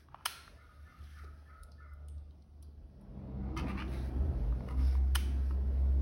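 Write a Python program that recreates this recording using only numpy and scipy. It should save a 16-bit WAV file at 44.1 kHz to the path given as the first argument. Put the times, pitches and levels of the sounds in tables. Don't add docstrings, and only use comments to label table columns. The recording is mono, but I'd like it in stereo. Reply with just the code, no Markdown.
import sys
import numpy as np
from scipy import signal
from scipy.fft import rfft, irfft, next_fast_len
from scipy.io import wavfile
from scipy.ndimage import uniform_filter1d

SR = 44100
rng = np.random.default_rng(int(sys.argv[2]) if len(sys.argv) > 2 else 0)


def inscribe(sig):
    pcm = np.round(np.clip(np.atleast_2d(sig).T, -1, 1) * 32767)
    wavfile.write(sys.argv[1], SR, pcm.astype(np.int16))


N = 265085
FRAME, HOP, BLOW, CALL = 1024, 256, 3000, 12000

# f/Hz, relative density/dB per Hz
AIR_SPECTRUM = [(18, -27.5), (40, -10), (80, -5.5), (150, -15), (280, -19), (440, -26), (620, -23),
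                (720, -30), (1400, -37.5), (1800, -45.5), (5000, -45.5), (10000, -55.5), (15800, -51)]
AIR_DB = -65.5

# t/s, level/dB
IDLE = [(0, -65), (.1, -64), (.75, -62), (.85, -50.5), (.93, -82), (1.01, -50), (1.35, -50), (1.58, -56.5),
        (2.18, -45), (2.27, -51.5), (2.4, -62.5), (2.63, -50.5), (2.87, -56.5), (3.1, -74)]
IDLE_HZ, IDLE_OCTAVE_DB, IDLE_UNEVEN_DB = 73.4, -23.5, 2
# t/s, lowest tone f/Hz, level/dB of multiples 1, 2, 3
TRUCK_THEN_HUM = [(2.9, 66.3, -76, -71.5, -65), (3.12, 65.62, -58, -56, -58.5),
                  (3.42, 65.7, -39, -46.5, -44.5), (3.57, 65.88, -42, -52.5, -61),
                  (3.7, 65.1, -42.5, -51.5, -45), (4.1, 64.36, -39, -50.5, -64),
                  (4.42, 64.1, -40, -45, -64), (4.64, 63.07, -47, -49.5, -49.5),
                  (4.8, 65.16, -29.5, -50.5, -78), (4.95, 66, -28.5, -56, -74), (5.3, 66.64, -33, -56, -79),
                  (5.66, 66.7, -32, -58.5, -63), (5.9, 67, -29, -62, -75), (6.01, 65.4, -30, -61, -73)]
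TRUCK_THEN_HUM_UNEVEN_DB = 1.3
# t/s, length/s, from f/Hz, to f/Hz, level/dB
GLIDES = [(4.33, 0.352, 42, 68, -32), (4.12, 0.249, 58.4, 86.4, -30.5), (4.65, 0.27, 262, 255.6, -48),
          (3.48, .17, 300, 350, -45.5), (3.5, 0.67, 230, 400, -54.5)]

# t/s, road roar level/dB, ground rumble level/dB
TRAFFIC = [(2.5, -77, -68), (2.88, -70.5, -61), (3.079, -60.5, -51), (3.641, -46, -51), (3.85, -50, -47.5),
           (4.28, -49.5, -46), (4.66, -53, -44), (5.2, -54.5, -60.5), (6.01, -53, -50.5)]
# f/Hz, relative density/dB per Hz
ROAR_SPECTRUM = [(40, -20.5), (90, -8), (160, -17.5), (220, -11.5), (440, -22.5), (700, -27.5),
                 (1500, -40.5), (5000, -62), (9000, -75.5), (15000, -76.5)]
RUMBLE_LUMPS_DB = -4.5

# t/s, length/s, level/dB
CAWS = [(0.565, 0.25, -67), (0.849, 0.19, -65.5), (1.143, 0.17, -64), (1.462, 0.19, -64), (1.78, 0.18, -63)]
# f/Hz, width/Hz, relative level/dB, 1/e fade/s, delay/s
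BEAK = [(1287, 220, 1.5, 0.38, .015), (1418, 144, 2.5, 0.088, .02), (1793, 140, -10, 0.11, 0.0316),
        (2050, 370, -3.5, 0.07, 0.027)]
PIP_HZ, PIP_RISE_HZ_PER_S, PIP_S, PIP_PEAK_DB, PIP_UNEVEN_DB = 1745, 600, .06, 1, 1.5

# t/s, level/dB
RUSTLE = [(0, -73), (.12, -94.5), (.24, -82), (0.449, -72.5), (.6, -80.5), (1.0, -77), (1.3, -79.5),
          (1.6, -83.5), (1.76, -90), (2.2, -96), (2.4, -101.5), (3.499, -100), (3.86, -73.5), (4.2, -76),
          (5.13, -76), (5.501, -72.5), (5.56, -78), (6.01, -76)]
# f/Hz, relative density/dB per Hz
CLOTH_SPECTRUM = [(700, -23), (1500, 6), (2700, -1.5), (3900, -4), (5200, -4.5), (6600, -7.5),
                  (9000, -11.5), (11500, -8), (15800, -12.5)]
# t/s, length/s, broad hiss level/dB, centre f/Hz, width/Hz, pitched hiss level/dB
SWISHES = [(1.017, 0.26, -76.5, 2630, 1200, -83), (3.876, 0.22, -70.5, 3800, 600, -66),
           (4.768, 0.22, -68, 5120, 920, -64.5)]

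# t/s, peak/dB, centre f/Hz, 1/e fade of the trailing hiss/s
TICKS = [(1.0394, -57, 3890, .03), (1.6334, -45, 9300, .008), (1.7181, -52, 4700, .03),
         (2.0843, -49, 8600, .05), (2.1804, -64, 4400, .015), (2.3083, -61, 3050, .03),
         (2.4219, -64, 4200, .008), (2.6261, -49, 10920, .012), (3.0117, -63, 10400, .02),
         (3.879, -53, 3340, .03), (1.187, -58, 4300, .02), (1.243, -57, 4500, .02),
         (3.5745, -37, 5600, .02), (3.593, -44, 4500, .03), (1.935, -59, 11200, .006),
         (2.086, -60, 3100, .04), (2.63, -58, 4600, .05)]
TICK_LOW_HZ, TICK_FUZZ_DB, FUZZ_RISE_S = 2700, -19, .003

# t/s, peak/dB, f/Hz
THUDS = [(1.235, -49, 407), (3.64, -39.5, 514), (3.675, -41.5, 474)]

# t/s, rise/s, hold/s, fall/s, level/dB, body slope/dB per octave, grit relative level/dB,
# share by which the resonances rise
SCRAPES = [(0.088, 0.035, 0.11, 0.037, -64, -10, -25, 0.12),
           (3.563, 0.0058, 0.024, 0.042, -42, -2.5, -15.5, 0.019),
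           (3.648, 0.037, 0.022, 0.042, -46.5, -2, -16, 0.16),
           (3.743, 0.046, 0.033, 0.028, -45, -1.5, -26, 0.22),
           (3.905, 0.023, 0.037, 0.046, -57, -3, -7, 0.12),
           (4.663, 0.022, 0.025, 0.051, -53, -11.5, -11, 0),
           (4.774, 0.014, 0.037, .03, -57, -10.5, -18, 0.025),
           (5.494, 0.015, 0.01, 0.013, -57, -13.5, -13, 0)]
# f/Hz, width/Hz, relative level/dB
SOCKET = [(1000, 250, -4), (1280, 300, 0), (1700, 450, -3), (2050, 400, -3), (2400, 300, -3),
          (2850, 300, -3), (3500, 600, -13), (4300, 1100, -13)]
SOCKET_SPREAD = .06
SCRAPE_EDGE_DB = -17
LUMPS_DB, LUMPS_HZ = 1.5, 150

# t/s, peak/dB, f/Hz
KNOCKS = [(0.085, -53, 1120), (0.1442, -30.5, 886), (0.209, -47.5, 988), (0.477, -42, 1350),
          (3.234, -57, 852), (3.469, -58, 857), (3.489, -49.5, 793.2), (4.524, -45.5, 1070),
          (4.606, -40.5, 836), (4.951, -42, 940), (3.772, -45, 1500), (3.821, -35.5, 1250),
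          (3.757, -46, 1000), (5.508, -41, 1100)]
BOARD_TOP_HZ = 3400

# t/s, peak/dB, bare crack relative level/dB, lever ring f/Hz, level/dB, t60/s,
# bracket ring f/Hz, level/dB, t60/s, wall tail drive/dB
SNAPS = [(0.253, -14.5, -3, 4190, -58.5, 1.6, 1356, -56.5, 2.1, -26),
         (5.149, -14, -1.5, 3039, -54, .6, 2170, -55.5, 0.34, -29.5)]
# f/Hz, relative level/dB, t60/s
SWITCH_MODES = [(980, -16.5, 0.052), (1078, -0.5, 0.014), (1418, 6.5, 0.014), (1758, 9, 0.017),
                (2450, 10.5, 0.0077), (3010, 20, 0.0077), (4030, -10, 0.0044), (4480, -18.5, 0.06),
                (5150, 2.5, 0.027), (6240, 7.5, 0.012), (7440, 11.5, 0.0043)]
# delay/s, struck part centre f/Hz,
# weight/dB in snap 1, weight/dB in snap 2
CONTACTS = [(0, 4540, -17.5, -12), (.002, 2300, -7, -1.5), (.0045, 6090, 3.5, 1.5), (.006, 1300, 3, 7),
            (.0085, 3050, 4.5, 5.5), (.0102, 1035, -6, 5.5), (.0135, 1450, -7, -4),
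            (.017, 5000, -11.5, -5.5)]
CHATTER_T60_S, FIRST_TICK = .008, 4
STRUCK_OCTAVES, STRUCK_FLOOR_DB = .4, -16
SING_WIDTH_HZ = 110

# f/Hz, t60/s
GARAGE = [(300, 0.57), (1000, 0.99), (3000, 0.61), (6000, 0.57), (9000, 0.5), (15000, 0.34)]
# f/Hz, gain/dB
WALLS = [(500, -17.5), (900, -10.5), (1400, -5), (2000, -4.5), (3000, -1), (4250, -6.5), (5000, -7.5),
         (6500, -4.5), (8500, -7.5), (12000, -8), (16000, -5)]
KNOCKS_ECHO_DB, HANDS_ECHO_DB, TICKS_ECHO_DB, SNAPS_ECHO_DB = -15.5, -14, -14, -26

# f/Hz, shared share of amplitude (0-1)
LIKENESS = [(150, 1), (230, .99), (330, 0.96), (600, 0.62), (1000, 0.75), (2000, 0.85), (4000, 0.88),
            (6500, 0.97), (15000, 0.96)]
# f/Hz, phase/rad
LEFT_LEAD = [(0, 0), (1460, 0.62), (2930, 1.0), (5250, 0.4), (6980, 3), (8700, 4.5), (9730, 7),
             (10900, 5.5), (12800, 11), (14400, 9.5), (15800, 11.5), (16200, 9)]
# f/Hz, level/dB
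TILT = [(100, -0.1), (180, -.3), (400, -1.8), (1200, 0), (2400, -2), (4400, 0), (8000, 0)]
DRIFT_HALF_TURNS_PER_S = 1.5
EDGE_HZ = 16050


def gain_of(db):
    return 10 ** (np.asarray(db) / 20)


def evened(x):
    return x / np.sqrt(np.mean(x ** 2) + 1e-20)


def read(points, hz):
    f, value = np.transpose(points)
    return np.interp(np.log(hz + 1), np.log(f + 1), value)


def add(mix, s, sound):
    part = mix[round(s * SR):][:len(sound)]
    part += sound[:len(part)]


def resonate(x, hz, width_hz, passes=1):
    turn = np.exp(2j * np.pi * np.cumsum(hz * np.ones(len(x))) / SR)
    r = np.exp(-np.pi * width_hz / SR)
    for _ in range(passes):
        x = 2 * (turn * signal.lfilter([1 - r], [1, -r], x / turn)).real
    return x


def wander(n, cutoff_hz):
    smooth = signal.butter(2, cutoff_hz, fs=SR, output="sos")
    return evened(signal.sosfilt(smooth, rng.standard_normal(n + SR))[SR:])


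def hiss(spectrum, band_hz, field_db, patchy_db):
    t, hz = np.arange(N // HOP + 5) * HOP / SR, np.fft.rfftfreq(FRAME, 1 / SR)
    a, b, patches = rng.standard_normal((len(t), len(hz), 3)).T
    patches = uniform_filter1d(patches, size=12, axis=0)
    patches = evened(uniform_filter1d(patches, size=14, axis=1))
    shape = gain_of(read(spectrum, hz))
    in_band = (hz > band_hz[0]) & (hz < band_hz[1])
    shape /= np.sqrt(np.sum(shape[in_band] ** 2))
    field = field_db(hz[:, None], t) + patchy_db * patches
    spectra = (a + 1j * b) * shape[:, None] * gain_of(field)
    return signal.istft(spectra, nperseg=FRAME, noverlap=FRAME - HOP)[1][:N]


def taps(rows, sharpness, length_s, bare_db):
    out, t = np.zeros(N), np.arange(BLOW) / SR
    for s, db, hz, *_ in rows:
        puff = rng.standard_normal(BLOW) * np.sqrt(t) * np.exp(-t / length_s)
        ring = resonate(puff, hz, hz / sharpness, passes=2)
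        bare = resonate(puff, 2 * hz, 2 * hz, passes=2)
        tap = evened(ring) + gain_of(bare_db) * evened(bare)
        add(out, s, gain_of(db) * tap / abs(tap).max())
    return out


def echo(x, decays, start_s):
    train, at = np.zeros(SR), np.arange(0, SR - 20, 20)
    train[at + rng.integers(0, 20, len(at))] = rng.choice([-1., 1.], len(at))
    hz, t, z = signal.stft(train, SR, nperseg=HOP)
    decay = gain_of(-60 * t / read(decays, hz)[:, None])
    tail = signal.istft(z * decay, SR, nperseg=HOP)[1]
    tail *= np.arange(len(tail)) >= start_s * SR
    return signal.oaconvolve(x, tail / np.linalg.norm(tail))[:N]


def background_air():
    return hiss(AIR_SPECTRUM, (100, 15000), lambda hz, t: AIR_DB, 2.2)


def engines_and_hum():
    t = np.arange(N) / SR
    idle_db = np.interp(t, *np.transpose(IDLE), right=-120)
    low_s, *columns = np.transpose(TRUCK_THEN_HUM)
    low_hz, *low_db = (np.interp(t, low_s, column) for column in columns)
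    started = t > low_s[0]
    out = np.zeros(N)
    for rate, levels, uneven_db, present in [
            (IDLE_HZ, [idle_db, idle_db + IDLE_OCTAVE_DB], IDLE_UNEVEN_DB, 1),
            (low_hz, low_db, TRUCK_THEN_HUM_UNEVEN_DB, started)]:
        turns = np.cumsum(rate * (1 + 0.0038 * wander(N, 3.97))) / SR
        for k, db in enumerate(levels, 1):
            uneven = np.sqrt(k) * uneven_db * wander(N, 9.9)
            tone = np.sin(2 * np.pi * (k * turns + rng.random()))
            out += np.sqrt(2) * gain_of(db + uneven) * tone * present
    for s, length, from_hz, to_hz, db in GLIDES:
        hz = np.linspace(from_hz, to_hz, round(length * SR))
        boom = np.hanning(len(hz)) * np.sin(2 * np.pi * np.cumsum(hz) / SR)
        add(out, s, np.sqrt(2) * gain_of(db) * boom)
    return out


def traffic():
    s, roar_db, rumble_db = np.transpose(TRAFFIC)
    rumble = rng.standard_normal(N)
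    for width_hz in (14, 16, 18):
        rumble = resonate(rumble, 46, width_hz)
    lumps_db = np.interp(np.arange(N) / SR, s, rumble_db) + RUMBLE_LUMPS_DB * wander(N, 10.0)
    roar = hiss(ROAR_SPECTRUM, (280, 900), lambda hz, t: np.interp(t, s, roar_db, -120), 1.48)
    return roar + evened(rumble) * gain_of(lumps_db)


def crow():
    out, t = np.zeros(N), np.arange(CALL) / SR
    pip = np.sin(2 * np.pi * (PIP_HZ + PIP_RISE_HZ_PER_S * t / 2) * t)
    pip *= np.sin(np.pi * np.minimum(t / PIP_S, 1) ** 0.5)
    for s, length, db in CAWS:
        turns = np.cumsum(56 * (1 + 0.1 * wander(CALL, 30))) / SR
        rasp = (0.28 + np.exp(-(turns % 1) / 0.52)) * rng.standard_normal(CALL)
        add(out, s, gain_of(db + PIP_PEAK_DB + PIP_UNEVEN_DB * wander(CALL, 70)) * pip)
        gate = np.clip(np.minimum(t / 0.012, (length - t) / 0.048), 0, 1)
        for hz, width_hz, band_db, fade, delay in BEAK:
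            band = evened(resonate(rasp, hz, width_hz, passes=3))
            add(out, s + delay, gain_of(db + band_db) * band * np.exp(-t / fade) * gate)
    return out


def rustle():
    s, db = np.transpose(RUSTLE)
    flicker = rng.standard_normal(N // HOP + 5)

    def arch(t, length):
        return np.sqrt(abs(np.sin(np.pi * np.clip(t / length, 0, 1))))

    def field_db(hz, t):
        swell = gain_of(np.interp(t, s, db))
        for start, length, broad_db, *_ in SWISHES:
            swell = swell + gain_of(broad_db) * arch(t - start, length)
        return 20 * np.log10(swell) + 1.2 * flicker

    out = hiss(CLOTH_SPECTRUM, (3500, 6500), field_db, 1.7)
    t = np.arange(CALL) / SR
    for start, length, _, hz, width_hz, swish_db in SWISHES:
        swish = evened(resonate(rng.standard_normal(CALL), hz, width_hz, passes=2))
        add(out, start, gain_of(swish_db) * swish * arch(t, length) ** 2)
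    return out


def fuzz():
    out, t = np.zeros(N), (np.arange(CALL) - HOP) / SR
    for s, db, hz, fall in TICKS:
        puff = evened(resonate(rng.standard_normal(CALL), hz, hz / 5, passes=2))
        add(out, s + t[0], gain_of(db + TICK_FUZZ_DB) * puff * np.exp(np.minimum(t / FUZZ_RISE_S, -t / fall)))
    return out


def ticks():
    thin = signal.butter(4, TICK_LOW_HZ, "high", fs=SR, output="sos")
    return signal.sosfilt(thin, taps(TICKS, sharpness=1.3, length_s=0.002, bare_db=-27) + fuzz())


def thuds():
    return taps(THUDS, sharpness=2.5, length_s=0.0044, bare_db=-13.5)


def scrapes():
    out, t = np.zeros(N), np.arange(CALL) / SR
    for s, rise, hold, fall, db, slope_db, grit_db, pitch_rise in SCRAPES:
        size = gain_of(2.4 * np.minimum(rng.exponential(1, CALL), 4))
        slips = rng.standard_normal(CALL) * size * (rng.random(CALL) < 3800 / SR)
        grip = 1 + SOCKET_SPREAD * rng.uniform(-1, 1, len(SOCKET))
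        slide = 1 + pitch_rise * (np.minimum(t / (rise + hold + fall), 1) - 1)
        body = np.zeros(CALL)
        for (hz, width_hz, mode_db), shift in zip(SOCKET, grip):
            sloped_db = mode_db + slope_db * np.log2(hz / SOCKET[0][0])
            body += gain_of(sloped_db) * evened(resonate(slips, hz * shift * slide, width_hz, passes=2))
        grit = gain_of(grit_db) * evened(resonate(slips, 3000, 8100))
        edge = np.maximum(np.maximum(1 - t / rise, (t - rise - hold) / fall), 0)
        level_db = db + SCRAPE_EDGE_DB * edge + LUMPS_DB * wander(CALL, LUMPS_HZ)
        add(out, s, gain_of(level_db) * (evened(body) + grit))
    return out


def knocks():
    soft = signal.butter(2, BOARD_TOP_HZ, fs=SR, output="sos")
    return signal.sosfilt(soft, taps(KNOCKS, sharpness=2.2, length_s=0.0016, bare_db=-17))


def snap_tails():
    size = next_fast_len(N)
    blows = np.zeros(N)
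    blows[[round(row[0] * SR) for row in SNAPS]] = gain_of([row[-1] for row in SNAPS]) * np.sqrt(HOP)
    tail = echo(blows, GARAGE, 0.0031)
    walls = gain_of(read(WALLS, np.fft.rfftfreq(size, 1 / SR)))
    return irfft(rfft(tail, size) * walls, size)[:N]


def switch():
    out, t, long = np.zeros(N), np.arange(BLOW) / SR, np.arange(CALL) / SR
    for k, (s, db, crack_db, *rings, _) in enumerate(SNAPS):
        bare, body = np.zeros(BLOW), np.zeros(BLOW)
        for delay, struck_hz, *weights_db in CONTACTS:
            burst = rng.standard_normal(BLOW) + FIRST_TICK * (t == 0)
            chatter = gain_of(weights_db[k] - 60 * t / CHATTER_T60_S) * burst
            ring = np.zeros(BLOW)
            for hz, mode_db, t60 in SWITCH_MODES:
                nearness = np.exp(-(np.log2(hz / struck_hz) / STRUCK_OCTAVES) ** 2)
                mode = gain_of(mode_db - 60 * t / t60) * np.sin(2 * np.pi * hz * t)
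                ring += (gain_of(STRUCK_FLOOR_DB) + nearness) * mode
            add(bare, delay, chatter)
            add(body, delay, signal.fftconvolve(chatter, evened(ring))[:BLOW])
        snap = evened(body) + gain_of(crack_db) * evened(np.gradient(bare))
        add(out, s, gain_of(db) * snap / abs(snap).max())
        for ring_hz, ring_db, t60 in np.reshape(rings, (-1, 3)):
            sing = evened(resonate(rng.standard_normal(CALL), ring_hz, SING_WIDTH_HZ, passes=2))
            fade_out = np.sqrt(abs(np.cos(np.pi * long / long[-1] / 2)))
            add(out, s, gain_of(ring_db - 60 * long / t60) * sing * fade_out)
    return out


def scene():
    small = signal.butter(4, 780, "high", fs=SR, output="sos")
    rubbed, snaps, board = signal.sosfilt(small, [scrapes(), switch(), knocks()])
    hands = rubbed + thuds()
    dry_ticks = ticks()
    far = crow()
    left = background_air() + engines_and_hum() + traffic() + rustle()
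    left += far + gain_of(-9.5) * echo(far, [(1000, 1.16), (2500, 0.42)], 0.021)
    left += snap_tails() + hands + dry_ticks
    to_room = gain_of(KNOCKS_ECHO_DB) * board + gain_of(HANDS_ECHO_DB) * hands
    to_room += gain_of(TICKS_ECHO_DB) * dry_ticks + gain_of(SNAPS_ECHO_DB) * snaps
    left += echo(to_room, GARAGE, 0.0038)

    size = next_fast_len(N)
    same = np.clip(read(LIKENESS, np.fft.rfftfreq(size, 1 / SR)), 0, 1)
    drift = np.pi * DRIFT_HALF_TURNS_PER_S * np.arange(N) / SR
    scattered = sum(echo(left * turn(drift), [(300, 0.27), (8000, 0.1)], 0) for turn in (np.sin, np.cos))
    right = same * rfft(left, size) + np.sqrt(1 - same ** 2) * rfft(scattered, size)
    return np.array([left, irfft(right, size)[:N]]) + snaps + board


def record(dry):
    size = next_fast_len(N + BLOW)
    hz = np.fft.rfftfreq(size, 1 / SR)
    half = gain_of(read(TILT, hz) / 2) * np.exp(1j * np.interp(hz, *np.transpose(LEFT_LEAD)) / 2)
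    low_cut = 1 / (1 + (33 / (hz + 1)) ** 6)
    ports = irfft(rfft(dry, size) * low_cut * np.array([half, 1 / half]), size)[:, :N]
    edge = signal.firwin(511, EDGE_HZ, window=("kaiser", 9), fs=SR)
    return signal.oaconvolve(ports, edge[None], "same")


dry = scene()
out = record(dry)
inscribe(out)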